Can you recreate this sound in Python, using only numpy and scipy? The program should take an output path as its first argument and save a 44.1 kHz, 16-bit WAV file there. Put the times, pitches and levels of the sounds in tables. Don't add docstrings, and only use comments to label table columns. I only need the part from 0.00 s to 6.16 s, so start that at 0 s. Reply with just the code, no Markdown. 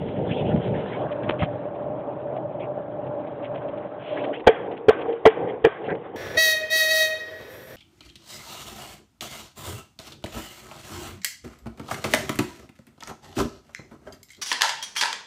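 import sys
import numpy as np
from scipy import signal
from scipy.fft import rfft, irfft, next_fast_len
from scipy.io import wavfile
from scipy.ndimage import uniform_filter1d, map_coordinates

SR = 44100
rng = np.random.default_rng(int(sys.argv[2]) if len(sys.argv) > 2 else 0)


def master(y):
    cut = np.clip(np.atleast_2d(y).T, -1, 1)
    pcm = np.round(cut * 32767)
    wavfile.write(sys.argv[1], SR, pcm.astype(np.int16))


def boost_factor(decibels):
    exponent = np.asarray(decibels, float) / 20
    return 10 ** exponent


N = 271656


def unit(x):
    return x / np.sqrt(np.mean(x ** 2) + 1e-20)


def along(points, hz):
    f, v = np.transpose(points)
    return np.interp(np.log(hz + 1), np.log(f + 1), v)


def curves(rows):
    s, *columns = np.transpose(rows)
    return [np.interp(np.arange(N) / SR, s, column) for column in columns]


def swells(rows):
    t = np.arange(N) / SR
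    return sum(db * np.cos(np.pi * np.clip((t - s) / length, -.5, .5)) for s, db, length in rows)


def wobble(rate):
    knots = rng.standard_normal(int(N * rate / SR) + 4)
    return map_coordinates(knots, [np.arange(N) * rate / SR])


def filtered(x, response):
    m = next_fast_len(len(x) + SR // 4)
    return irfft(rfft(x, m) * response(np.fft.rfftfreq(m, 1 / SR)), m)[:len(x)]


def resonant(x, modes):
    def one(f, centre, width):
        return 1j * f * width / (centre * centre - f * f + 1j * f * width)

    def response(f):
        return sum((-1) ** k * boost_factor(db) * one(f, hz, width) for k, (hz, width, db) in enumerate(modes))

    return filtered(x, response)


def grit(rate, spread_db, smooth):
    chance, side, size = rng.random((3, N))
    stones = (chance < rate / SR) * np.sign(side - .5) * boost_factor(-spread_db * np.log(size + 1e-4))
    return np.sqrt(1 - smooth) * unit(stones) + np.sqrt(smooth) * rng.standard_normal(N)


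# start_s (middle of the turn), length_s
CAMERA_TURNS = [
    (0.979, 0.035),
    (4.317, 0.14),
]


def poses():
    t = np.arange(N) / SR
    first, second = [np.clip((t - s) / length + .5, 0, 1) for s, length in CAMERA_TURNS]
    return 1 - first, first - second, second


# start_s, level_db (deck), coarse_db (hiss from coarser paving)
WHEEL_LEVELS = [(0.0, -34, 3.5), (0.11, -31.5, -0.5), (0.37, -25.5, -5), (1.05, -31, 6.5),
                (1.16, -28.5, 2.5), (1.84, -30.5, -0.5), (2.58, -30, -3.5), (2.71, -29.5, -3.5),
                (3.69, -31, 2), (3.93, -33, 3), (4.07, -36.5, 5)]


def wheels():
    return curves(WHEEL_LEVELS)


# nearest_s, gain_db, length_s
ARM_SWINGS = [
    (4.25, 11.5, 0.38),
    (4.666, 8.5, 0.33),
    (5.04, 10.5, 0.3),
    (5.46, 12.5, .3),
    (5.91, 11, 0.24),
    (6.064, 3.5, 0.13),
    (5.75, -1, 0.054),
    (6.16, 8.5, .06),
]


def swings():
    return swells(ARM_SWINGS)


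# pitch_hz, width_hz, level_db
DECK_MODES = [
    [(283, 370, -4.5), (440, 135, 5.5), (596, 45.4, 6.5), (753, 110, -1), (928, 60, -8.5)],
    [(293.8, 54, -7.5), (430, 125, -10.5), (594.8, 36.5, 2), (740, 120, -4), (789, 134, -4),
     (1100, 480, -24.5)],
    [(300, 100, -5), (457.3, 58, 3), (560, 77, -3), (760, 121, -2), (890, 380, -11.5)],
]
DECK_POSE_DB = [-3, -1.5, -4]
# peak_s, gain_db, length_s
PAVING_SLABS = [
    (.2, 4, 0.13),
    (.5, 3, 0.082),
    (.76, 3, .14),
    (.93, 2, 0.11),
    (1.02, 7, 0.14),
    (1.36, 1, 0.06),
    (1.72, -4, 0.066),
    (2.85, -4, 0.14),
    (3.23, -2, 0.1),
    (3.89, -4.5, .06),
]


def deck():
    level_db = wheels()[0] + np.dot(DECK_POSE_DB, poses()) + swings() + swells(PAVING_SLABS) + 0.73 * wobble(9)
    road = grit(rate=990, spread_db=2.0, smooth=0.64) * boost_factor(1.1 * wobble(25))

    def steep(hz):
        return 1 / (1 + (hz / 1300) ** 4) / (1 + (200 / (hz + 1)) ** 4)

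    heard = [unit(filtered(resonant(road, modes), steep)) for modes in DECK_MODES]
    return boost_factor(level_db) * sum(weight * sound for weight, sound in zip(poses(), heard))


# pitch_hz, level_db (per Hz)
HISS_COLOURS = [
    [(590, -26), (1000, -2), (1120, -11.5), (1610, -11.5), (2460, -15), (3330, -13.5), (4020, -18.5),
     (4500, -47.5), (5850, -78), (9900, -120)],
    [(590, -38), (1000, -4.5), (1080, -3), (1200, -8), (1570, -9.5), (2020, -18), (3310, -23),
     (3990, -23.5), (4500, -55), (5850, -91), (9900, -120)],
    [(590, -30.5), (1000, -7), (1090, -2), (1330, -8), (1940, -11), (3220, -19), (3750, -18), (4280, -42.5),
     (4500, -50.5), (5850, -90), (9900, -120)],
]
HISS_POSE_DB = [-20, -23.5, -26]


def hiss():
    near_db, coarse_db = wheels()
    level_db = near_db + coarse_db + np.dot(HISS_POSE_DB, poses()) + 0.34 * swings() + aftershock()
    road = grit(rate=2500, spread_db=3, smooth=.7)
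    heard = [unit(filtered(road, lambda hz: boost_factor(along(colour, hz)))) for colour in HISS_COLOURS]
    fine = sum(weight * sound for weight, sound in zip(poses(), heard))
    z = signal.stft(fine, nperseg=512)[2]
    patches = uniform_filter1d(uniform_filter1d(rng.standard_normal(z.shape), 6, 0), 4, 1)
    fine = signal.istft(z * boost_factor(2.4 * unit(patches)), nperseg=512)[1][:N]
    return boost_factor(level_db + 5.5) * unit(boost_factor(1.2 * wobble(30)) * fine)


# pitch_hz, level_db (per Hz)
WIND_COLOUR = [(15, -66.5), (25, -36.5), (43, -20), (76, -13.5), (113, -4), (157, -2), (188, 0),
               (330, -10.5), (430, -31), (730, -120)]
# start_s, level_db
STEADY_WIND = [(0.0, -34), (0.6, -28), (1.0, -38.5), (1.42, -41.5), (1.6, -45.5), (2.09, -45.5),
               (2.24, -43.5), (3.03, -46.5), (3.15, -47), (3.76, -45.5), (4.19, -53), (4.4, -53)]
# peak_s, gain_db, length_s
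WIND_GUSTS = [(.05, -0.5, 0.12), (.22, 3.5, 0.068), (.33, 5, 0.064), (.5, 3.5, 0.24), (.63, -6.5, 0.094),
              (.74, 2, 0.1), (1.27, 5, 0.12), (1.54, 5, 0.12), (1.89, 6, 0.2), (2.1, -4.5, 0.08),
              (2.47, 2.5, .1), (3.09, 9.5, 0.11), (3.47, 1, 0.12), (4.3, -5, 0.32), (5.1, -7.5, .12),
              (5.91, 6, 0.11), (6.1, -2.5, .2)]


def buffet():
    level_db = curves(STEADY_WIND)[0] - 0.5 + 0.74 * swings() + swells(WIND_GUSTS) + 0.8 * wobble(6.4)
    air = filtered(rng.standard_normal(N), lambda hz: boost_factor(along(WIND_COLOUR, hz)))
    lumps = unit(boost_factor(2.2 * wobble(16)) * air)
    hum = unit(resonant(resonant(rng.standard_normal(N), [(127.6, 19, 0)]), [(133, 140, 0)]))
    hum_share = .06 + .4 * poses()[1]
    return boost_factor(level_db) * (np.sqrt(1 - hum_share) * lumps + np.sqrt(hum_share) * hum)


# start_s, level_db
GRIT_FLICKS = [(0.076, -46), (.81, -54), (1.112, -42.5), (1.229, -44), (1.744, -54), (2.36, -50),
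               (3.062, -54), (3.265, -52), (3.544, -45), (3.57, -51.5), (3.678, -49), (3.77, -51.5),
               (4.237, -38), (4.392, -46), (4.709, -46.5), (4.765, -47), (5.008, -41.5), (5.12, -47)]
# start_s, length_s, level_db
GRIT_DRAGS = [
    (1.291, 0.011, -30.5),
    (1.297, .036, -42),
    (1.385, 0.082, -36),
    (3.423, .056, -46),
    (3.984, .33, -45.5),
    (5.835, .055, -45),
    (5.948, 0.015, -45.5),
]
# start_s, length_s, pitch_hz (at first), level_db
CLOTH_SCUFFS = [(.264, .052, 3380, -46), (0.306, 0.024, 3080, -39.5), (0.339, 0.1, 3256, -43),
                (0.358, .073, 2607, -42), (0.44, .087, 2763, -45), (0.512, 0.021, 1546, -43),
                (0.729, 0.067, 3010, -62), (0.737, 0.044, 1903, -43), (0.91, .065, 1996, -44),
                (0.93, 0.02, 3120, -45.5), (0.977, 0.078, 3130, -52.5), (1.419, 0.026, 1096, -32),
                (2.59, 0.082, 2304, -48.5), (2.594, 0.042, 3220, -53.5), (4.325, 0.046, 3050, -43),
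                (5.465, .065, 1912, -46), (5.474, 0.055, 3050, -51), (5.762, 0.02, 1590, -42.5),
                (5.882, 0.059, 1686, -34.5)]
# start_s, pitch_hz (at first), level_db
CLOTH_ZIPS = [
    (0.292, 1725, -37.5),
    (4.157, 1260, -39.5),
    (4.323, 1456, -40.5),
]


def strokes():
    flicks = [(s, .026, 2463, 0, 1700, db) for s, db in GRIT_FLICKS]
    drags = [(s, length, 2503, 3000, 1400, db) for s, length, db in GRIT_DRAGS]
    narrow = [(s, length, hz, 3000, 450, db) for s, length, hz, db in CLOTH_SCUFFS]
    zips = [(s, 0.068, hz, 26000, 590, db) for s, hz, db in CLOTH_ZIPS]
    return flicks + drags + narrow + zips


def scuffs():
    out = np.zeros(N)
    for s, length, first_hz, rise_hz, width_hz, db in strokes():
        u = np.linspace(0, 1, round(length * SR))
        phase = 2 * np.pi * np.cumsum(first_hz + rise_hz * length * u) / SR
        grains = rng.standard_normal((2, SR // 2)) ** 3
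        slow = [filtered(v, lambda hz: 1 / (1 + (hz / (.7 * width_hz)) ** 2))[:len(u)] for v in grains]
        band = unit(slow[0] * np.cos(phase) + slow[1] * np.sin(phase))
        out[round(s * SR):][:len(u)] += boost_factor(db) * 1.3 * np.sin(np.pi * u ** .8) * band
    return out


# start_s, level_db (peak), body_db (push into the case)
CASE_TICKS = [(.563, -66, 46), (1.2912, -19, 1), (1.2947, -14, 1), (1.297, -12, 6), (1.3092, -10, 0),
              (1.3925, -25, 0), (4.238, -24, -11), (4.4666, -17.5, 0.5), (5.886, -41, 13), (5.904, -32, 15),
              (5.911, -29, 6.5), (5.952, -38.5, 13.5)]


def ticks():
    snap, push = np.zeros(N), np.zeros(N)
    for s, db, body_db in CASE_TICKS:
        snap[round(s * SR)] = -boost_factor(db)
        push[round(s * SR)] = -boost_factor(db + body_db + 24.5)
    click = resonant(resonant(snap, [(2000, 2400, 0.0062)]), [(2200, 4100, 0.01)])
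    return click + resonant(push, [(420, 580, 0.007)])


# start_s, level_db (peak), pitch_hz (ring), t60_s
KNOCK_BLOWS = [(1.42, -15.5, 130, 0.055), (1.4323, -10, 152, 0.036), (4.4689, -4, 632, 0.044),
               (4.4740, 6.5, 469.6, 0.034), (4.4800, -7.5, 535, 0.05), (4.4906, -4, 445, 0.07),
               (4.8837, -0.4, 440, 0.054), (4.891, 7, 452, 0.031), (4.9074, -1.5, 690, 0.014),
               (5.082, -20, 463, 0.35), (5.096, -22, 423, 0.11), (5.2530, -3.5, 618, 0.047),
               (5.2560, 3.5, 696, 0.017), (5.257, -9, 1040, 0.035), (5.2617, 6.5, 440, 0.037),
               (5.2703, -0.5, 887, 0.015), (5.2730, -3, 440, 0.087), (5.6418, -12, 488, 0.03),
               (5.6459, -4, 465, 0.03), (5.6482, 1, 456, 0.028), (5.657, -3, 458, 0.022),
               (5.6636, -6.5, 430, 0.029), (5.6694, -4.5, 430, 0.041)]
# start_s, rattle_db (of its first blow)
KNOCK_RATTLES = [
    (1.421, -8),
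    (4.4671, 0.56),
    (4.8863, -11),
    (5.085, -21),
    (5.253, -4.5),
    (5.64, 0),
]
# pitch_hz, width_hz, level_db
RATTLE_MODES = [(715, 110, 9), (1140, 440, -9), (1600, 220, -1), (1975, 280, 0), (2380, 100, -1.5),
                (3203, 330, -5.5)]


def knocks():
    ring, shake = np.zeros(N + SR), np.zeros(N + SR)
    t = np.arange(SR // 5) / SR
    rise = 1 - np.exp(-t / .0011)
    jolt_s = 0.0015
    for s, db, hz, t60 in KNOCK_BLOWS:
        first_s, first_db = [knock for knock in KNOCK_RATTLES if knock[0] < s + .004][-1]
        rattle_db = first_db - 649 * (s - first_s)
        fade = boost_factor(db - 60 * t / t60) * rise
        jolt = boost_factor(db - 26.0) * (1 - t / jolt_s) * np.exp(-t / jolt_s)
        ring[round(s * SR):][:len(t)] -= fade * np.sin(2 * np.pi * hz * t) + jolt
        loose = fade + boost_factor(db - 30.5 - 60 * t / 0.57)
        chatter = unit(rng.laplace(size=len(t)) * rng.random(len(t)) ** 2)
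        shake[round(s * SR):][:len(t)] += boost_factor(rattle_db) * loose * chatter
    return ring[:N] + 3 * resonant(shake[:N], RATTLE_MODES)


def since_hard_blows():
    overload_db = -3
    return np.arange(N) / SR - np.array([[s] for s, db, *_ in KNOCK_BLOWS if db > overload_db])


def aftershock():
    since = since_hard_blows()
    return 22 * np.max((since > 0) * np.exp(-np.abs(since) / 0.079), axis=0)


def axle():
    hz, width_hz, t60_s = 1550, 35, 0.46
    since = since_hard_blows()
    fade = np.max((since > 0) * boost_factor(-60 * np.abs(since) / t60_s), axis=0)
    hum = resonant(resonant(rng.standard_normal(N), [(hz, width_hz, 0)]), [(hz, 4 * width_hz, 0)])
    return boost_factor(-38) * fade * unit(hum)


def scene():
    return (deck() + hiss() + buffet() + scuffs() + ticks() + knocks() + axle())[None]


def top_cut(x):
    return signal.sosfilt(signal.butter(12, 16480, fs=SR, output="sos"), x)


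# pitch_hz, level_db
RECORDER_BAND = [(20, -21), (50, 2.5), (100, 4), (3300, -2), (3800, -12), (4200, -15.5), (4600, -46.5)]


def record(dry):
    overload = np.clip(dry[0], -.76, .76)
    narrow = filtered(overload, lambda hz: boost_factor(along(RECORDER_BAND, hz)) * (hz < 4800))
    return top_cut(np.clip(narrow, -.708, .708)[None])


dry = scene()
out = record(dry)
master(out)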